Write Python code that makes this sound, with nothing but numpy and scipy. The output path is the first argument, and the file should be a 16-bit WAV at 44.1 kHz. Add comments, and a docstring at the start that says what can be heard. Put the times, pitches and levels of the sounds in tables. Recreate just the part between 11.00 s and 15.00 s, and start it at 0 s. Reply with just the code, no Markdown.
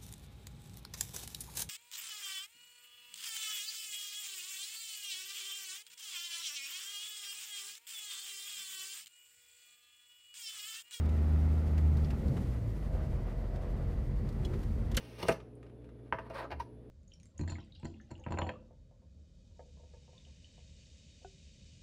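"""A five-cylinder engine booms, heard inside a car turning on a wet road, then sinks to near idle as the
driver lifts off. The road rumbles through the body, wet tyres hiss, plastic trim ticks and keys clink.
A rough patch drums the panels, and the power steering moans and whines under load. After a soft tap and
a click, a wiper motor groans and the blade swishes over wet glass; last, plastic knocks close by."""
import sys
import numpy as np
from scipy.fft import rfft, irfft, next_fast_len
from scipy.io import wavfile
from scipy.ndimage import map_coordinates

SR = 44100
rng = np.random.default_rng(int(sys.argv[2]) if len(sys.argv) > 2 else 0)


def transcribe(u):
    """Save the signal u as a 16-bit wav file named by the first command-line argument.

    u: samples, shape (n,) or (channels, n), limited to [-1, 1]; the rate is SR.
    q: integer samples, one column per channel.
    """
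    v = np.clip(np.atleast_2d(u).T, -1, 1)
    q = np.round(v * 32767).astype(np.int16)
    wavfile.write(sys.argv[1], SR, q)


N = 176400
TICK_RISE_S, TICK_T60_S, TICK_SLOPE_DB = 0.0019, 0.042, 9


def amp(db):
    """Decibels to gain."""
    return 10 ** (np.asarray(db) / 20)


def unit(x):
    """Scale to rms 1."""
    return x / np.sqrt(np.mean(x ** 2) + 1e-20)


def along(points, hz):
    """Level in dB on an EQ curve of (Hz, dB) points, falling away past its ends."""
    f, db = np.transpose(points)
    log_hz = np.log(np.r_[f[0] / 2, f, f[-1] * 2])
    return np.interp(np.log(hz + 1), log_hz, np.r_[db[0] - 20, db, db[-1] - 20], left=-120, right=-120)


def curves(rows):
    """One automation curve for each column after the time."""
    s, *cols = np.transpose(rows)
    return [np.interp(np.arange(N) / SR, s, c) for c in cols]


def wobble(rate):
    """A smooth random curve, rate knots a second."""
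    return map_coordinates(rng.standard_normal(400), [np.arange(N) * rate / SR], mode="mirror")


def swell(s, width_s):
    """A bell-shaped rise and fall around time s."""
    return np.exp(-((np.arange(N) / SR - s) / width_s) ** 2)


def filtered(x, response):
    """Shape x with a frequency response."""
    m = next_fast_len(len(x) + 8192)
    return irfft(rfft(x, m) * response(np.fft.rfftfreq(m, 1 / SR)), m)[:len(x)]


def body(modes, hz):
    """Response of resonances (centre [Hz], width [Hz], gain [dB]) of alternating polarity."""
    return sum((-1) ** k * amp(db) * 1j * hz * width / (centre ** 2 - hz ** 2 + 1j * hz * width)
               for k, (centre, width, db) in enumerate(modes))


def tone(phase):
    """A sine of rms 1 with a random start."""
    return np.sqrt(2) * np.sin(phase + rng.uniform(0, 2 * np.pi))


def noise(spectrum):
    """Coloured noise of rms 1."""
    return unit(filtered(rng.standard_normal(N), lambda hz: amp(along(spectrum, hz))))


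def resonant_noise(modes):
    """Noise of rms 1 in a set of resonances."""
    return unit(filtered(rng.standard_normal(N), lambda hz: body(modes, hz)))


def contact(s, centre_hz, slope_db, rise_s, t60_s):
    """A short scuff at time s: a noise burst, slope_db weaker per octave from its centre."""
    t = np.arange(SR // 5) / SR
    shape = (1 - np.exp(-t / rise_s)) * amp(-60 * t / t60_s)
    white = rng.standard_normal(len(t))
    band = filtered(white, lambda hz: amp(-slope_db * np.abs(np.log2((hz + 1) / centre_hz))))
    return np.pad(unit(band) * shape / shape.max(), (round(s * SR), N))[:N]


def ring(s, modes, rise_s=0.0013):
    """Damped modes set ringing at time s."""
    t = np.maximum(np.arange(N) / SR - s, 0)
    partials = sum(amp(db - 60 * t / t60) * np.sin(2 * np.pi * (hz * t + rng.random()))
                   for hz, db, t60 in modes)
    return (1 - np.exp(-t / rise_s)) * partials


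def firing():
    """The engine's firing rate and its running phase."""
    # engine speed (time [s], firing rate [Hz])
    speed = [(0, 78.5), (.22, 76.5), (.55, 78.2), (1.02, 75.9), (1.17, 70.5), (1.44, 64), (1.64, 55.8),
             (1.87, 46.9), (2.05, 45.2), (2.2, 42.3), (2.62, 44.3), (2.9, 42), (3.35, 44), (3.75, 43.8),
             (4, 45.2)]
    hz, = curves(speed)
    return hz, 2 * np.pi * np.cumsum(hz) / SR


def engine(firing_hz, phase):
    """The firing note booms, uneven cylinders growl, each firing pulses a clatter, and the bay whirrs."""
    # the boom (time [s], firing note [dB], its octave [dB])
    boom_levels = [(0, -28.5, -44.5), (.22, -29, -47), (.34, -26.5, -39.5), (.68, -30, -44),
                   (.85, -25.5, -40), (1.07, -32.5, -37.5), (1.15, -47.5, -45), (1.47, -37.5, -44),
                   (1.67, -39.5, -35), (1.8, -38.5, -48), (4, -38, -46.5)]
    # a harmonic that hums as the car pulls away (time [s], level [dB])
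    pull_levels = [(2.5, -60.5), (3.3, -50.5), (4, -49.5)]
    # engine effort (time [s], gain [dB])
    load = [(.5, -0.5), (1.15, -2), (1.65, -8), (2.5, -13), (3.3, -8), (4, -6.5)]
    # EQ of the growling orders (frequency [Hz], base level [dB])
    growl_eq = [(100, -60), (135, -56), (185, -54), (225, -55), (290, -62), (400, -68), (850, -77)]
    # EQ of the clatter (frequency [Hz], gain [dB])
    clatter_eq = [(300, -30), (690, 5), (900, -9), (1330, 4), (1600, -7), (1950, -3), (2700, -12),
                  (9000, -33)]
    # narrow whirrs from the engine bay (centre [Hz], width [Hz], level [dB])
    whirr_bands = [(1960, 160, -70.5), (4600, 490, -79)]
    cylinders, pull_harmonic = 5, 5
    note_db, octave_db = curves(boom_levels)
    load_db, = curves(load)
    pull_db, = curves(pull_levels)
    boom = amp(note_db) * tone(phase) + amp(octave_db) * tone(2 * phase)
    hum = amp(pull_db) * tone(pull_harmonic * phase)
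    growl = 0
    for k in np.setdiff1d(np.arange(4, 66), [cylinders, 2 * cylinders, pull_harmonic * cylinders]):
        order = k / cylinders
        accent_db = 6 * (k % cylinders == 0 or k % 2 == 0)  # multiples of the firing and crank rates
        db = along(growl_eq, order * firing_hz) + load_db + accent_db + 2 * wobble(rate=6)
        growl += amp(db) * tone(order * phase)
    pulse = np.exp(0.19 * np.cos(phase))
    clatter = unit(noise(clatter_eq) * pulse) * amp(-56.5 + 2.57 * load_db)
    whirr = sum(amp(db) * resonant_noise([(hz, width, 0)]) for hz, width, db in whirr_bands)
    return boom + hum + growl + whirr + clatter


def road():
    """The wheels shake the body in three registers; water hisses under the tyres."""
    # road noise (time [s], rumble [dB], body drone [dB], tyre roar [dB])
    road_levels = [(.65, -41, -49, -56.5), (1.05, -34, -44, -53.5), (1.38, -34.5, -39, -56.5),
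                   (1.52, -37.5, -45.5, -55.5), (1.8, -41, -43.5, -56.5), (1.98, -33.5, -42, -51),
                   (2.12, -40, -43, -52.5), (3.15, -39, -44.5, -55), (3.5, -41, -39.5, -53.5),
                   (3.7, -33.5, -49, -56.5), (4, -35.5, -42.5, -51)]
    # wet hiss (time [s], base level [dB])
    hiss_levels = [(.8, -70), (1.45, -66.5), (1.6, -70.5), (2.6, -74), (4, -72.5)]
    # EQs of the rumble, drone, roar and hiss (frequency [Hz], gain [dB])
    rumble_eq = [(28, -3), (40, -6), (55, 6), (85, 3), (105, -8.5), (180, -24.5)]
    drone_eq = [(60, -33), (100, -2), (132, 5.5), (170, -6), (215, -8.5), (300, -18), (370, -13.5),
                (450, -16), (900, -58)]
    roar_eq = [(200, -17), (370, 4.5), (415, -4.5), (480, 5), (700, -2), (1200, -7.5), (2000, -15.5),
               (2900, -22), (6000, -36.5)]
    hiss_eq = [(500, -28), (2000, 6), (4700, 0.5), (15000, -6.5)]
    rumble_db, drone_db, roar_db = curves(road_levels)
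    hiss_db, = curves(hiss_levels)
    rumble = noise(rumble_eq) * amp(rumble_db)
    drone = noise(drone_eq) * amp(drone_db + 2.37 * wobble(rate=12))
    roar = noise(roar_eq) * amp(roar_db + 1.67 * wobble(rate=30.49))
    hiss = noise(hiss_eq) * amp(hiss_db + 2.5 + 1.5 * wobble(rate=40))
    return rumble + drone + roar + hiss


def trim_ticks():
    """Plastic trim ticks lightly; the duller the tick, the slower it rises and dies."""
    # ticks (time [s], level [dB], centre [Hz])
    hits = [(.055, -59, 2786), (.09, -58, 3200), (0.777, -50.5, 1800), (0.969, -57.5, 4000),
            (1.103, -50.5, 1900), (1.28, -61, 4000), (1.366, -46.5, 770), (2.558, -63.5, 3800),
            (3.288, -58.5, 3940), (3.325, -65, 4650), (3.534, -53, 1390), (3.914, -51.5, 3280),
            (3.945, -46, 2330)]
    ticks = 0
    for s, db, centre_hz in hits:
        stretch = np.sqrt(3500 / centre_hz)
        ticks += amp(db) * contact(s, centre_hz, TICK_SLOPE_DB, TICK_RISE_S * stretch, TICK_T60_S * stretch)
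    return ticks


def keys():
    """The ignition keys touch and chatter for an instant."""
    # clinks (time [s], level [dB])
    touches = [(1.045, -54), (1.107, -61)]
    # key resonances (centre [Hz], width [Hz], gain [dB])
    modes = [(3200, 370, -6), (5000, 410, -3)]
    clinks = 0
    for s, db in touches:
        t = np.maximum(np.arange(N) / SR - s, 0)
        shape = (1 - np.exp(-t / TICK_RISE_S)) * amp(-60 * t / TICK_T60_S)
        clinks += amp(db) * resonant_noise(modes) * shape / shape.max()
    return clinks


def rough_patch():
    """A rough patch of road makes the body panels drum."""
    # panel resonances (centre [Hz], width [Hz], gain [dB])
    panels = [(129, 23.5, -3.5), (199, 35, -6), (270, 28, -5.5), (526, 130, -18.5)]
    return amp(-38) * swell(1.328, width_s=0.17) * resonant_noise(panels)


def steering(firing_hz, phase):
    """Loaded power steering: engine harmonics moan in a resonance; the pump whines with the revs."""
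    # the moan's resonance (centre [Hz], width [Hz], gain [dB])
    resonance = [(628, 87, 1.5)]
    # the moan and the belt-driven pump's whine (time [s], base level [dB])
    moan_levels = [(1.78, -74), (1.92, -52), (2.15, -57.5), (2.6, -53), (3.15, -67)]
    pump_levels = [(1.8, -79), (1.97, -52), (2.15, -61)]
    pump_order = 11.2
    moan_db, = curves(moan_levels)
    pump_db, = curves(pump_levels)
    moan = sum(np.abs(body(resonance, k * firing_hz)) * amp(2 * wobble(rate=10)) * tone(k * phase)
               for k in range(13, 18))
    whine = amp(pump_db + 2.1 * wobble(rate=10)) * tone(pump_order * phase)
    return amp(moan_db) * moan / 2 + whine


def tap():
    """A soft hollow tap: one quickly damped mode."""
    # the hollow mode (frequency [Hz], level [dB], T60 [s])
    mode = [(850, -44, .035)]
    return ring(3.387, mode)


def click(s=3.449):
    """A switch-like click: a bright snap and its ring."""
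    # the click's modes (frequency [Hz], gain [dB], T60 [s])
    modes = [(2970, -2, 0.046), (3330, 3.5, 0.042), (4100, -2, 0.036)]
    snap = contact(s, centre_hz=5000, slope_db=TICK_SLOPE_DB, rise_s=TICK_RISE_S, t60_s=0.046)
    return amp(-53.5) * snap + amp(-43) * ring(s, modes)


def wiper():
    """The motor groans as it starts, then the blade swishes once over wet glass, slightly grainy."""
    # motor resonance (centre [Hz], width [Hz], gain [dB])
    motor = [(382, 40, 0)]
    # EQ of the blade on glass (frequency [Hz], gain [dB])
    blade_eq = [(600, -14), (1500, 0), (14000, -16)]
    groan = amp(-49) * swell(3.527, width_s=0.15) * resonant_noise(motor)
    swish = unit(noise(blade_eq) * amp(4.5 * wobble(rate=150)))
    return groan + amp(-65.5) * swell(3.63, width_s=0.068) * swish


def knock():
    """Something plastic knocks close by: three quick contacts, each duller, and a short ring."""
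    # contacts (time [s], level [dB], centre [Hz])
    hits = [(3.9677, -32.5, 5700), (3.9703, -32.5, 3400), (3.9763, -33.5, 2020)]
    # modes of the plastic (frequency [Hz], gain [dB], T60 [s])
    modes = [(211, -1.5, 0.069), (524, -4, 0.051), (1515, 0.5, 0.03), (2790, -4, 0.032),
             (3030, -2.5, 0.045)]
    attack = sum(amp(db) * contact(s, hz, slope_db=9.5, rise_s=0.00055, t60_s=0.046) for s, db, hz in hits)
    return attack + amp(-26.5) * ring(3.973, modes)


def scene():
    """Everything as heard from the passenger seat, in mono."""
    firing_hz, phase = firing()
    driving = engine(firing_hz, phase) + road() + rough_patch() + steering(firing_hz, phase)
    cabin = trim_ticks() + keys() + tap() + click() + wiper() + knock()
    return (driving + cabin)[None]


def record(dry, top_hz=15350):
    """A brick-wall low-pass takes off the highest treble."""
    return np.array([filtered(x, lambda hz: hz < top_hz) for x in dry])


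dry = scene()
out = record(dry)
transcribe(out)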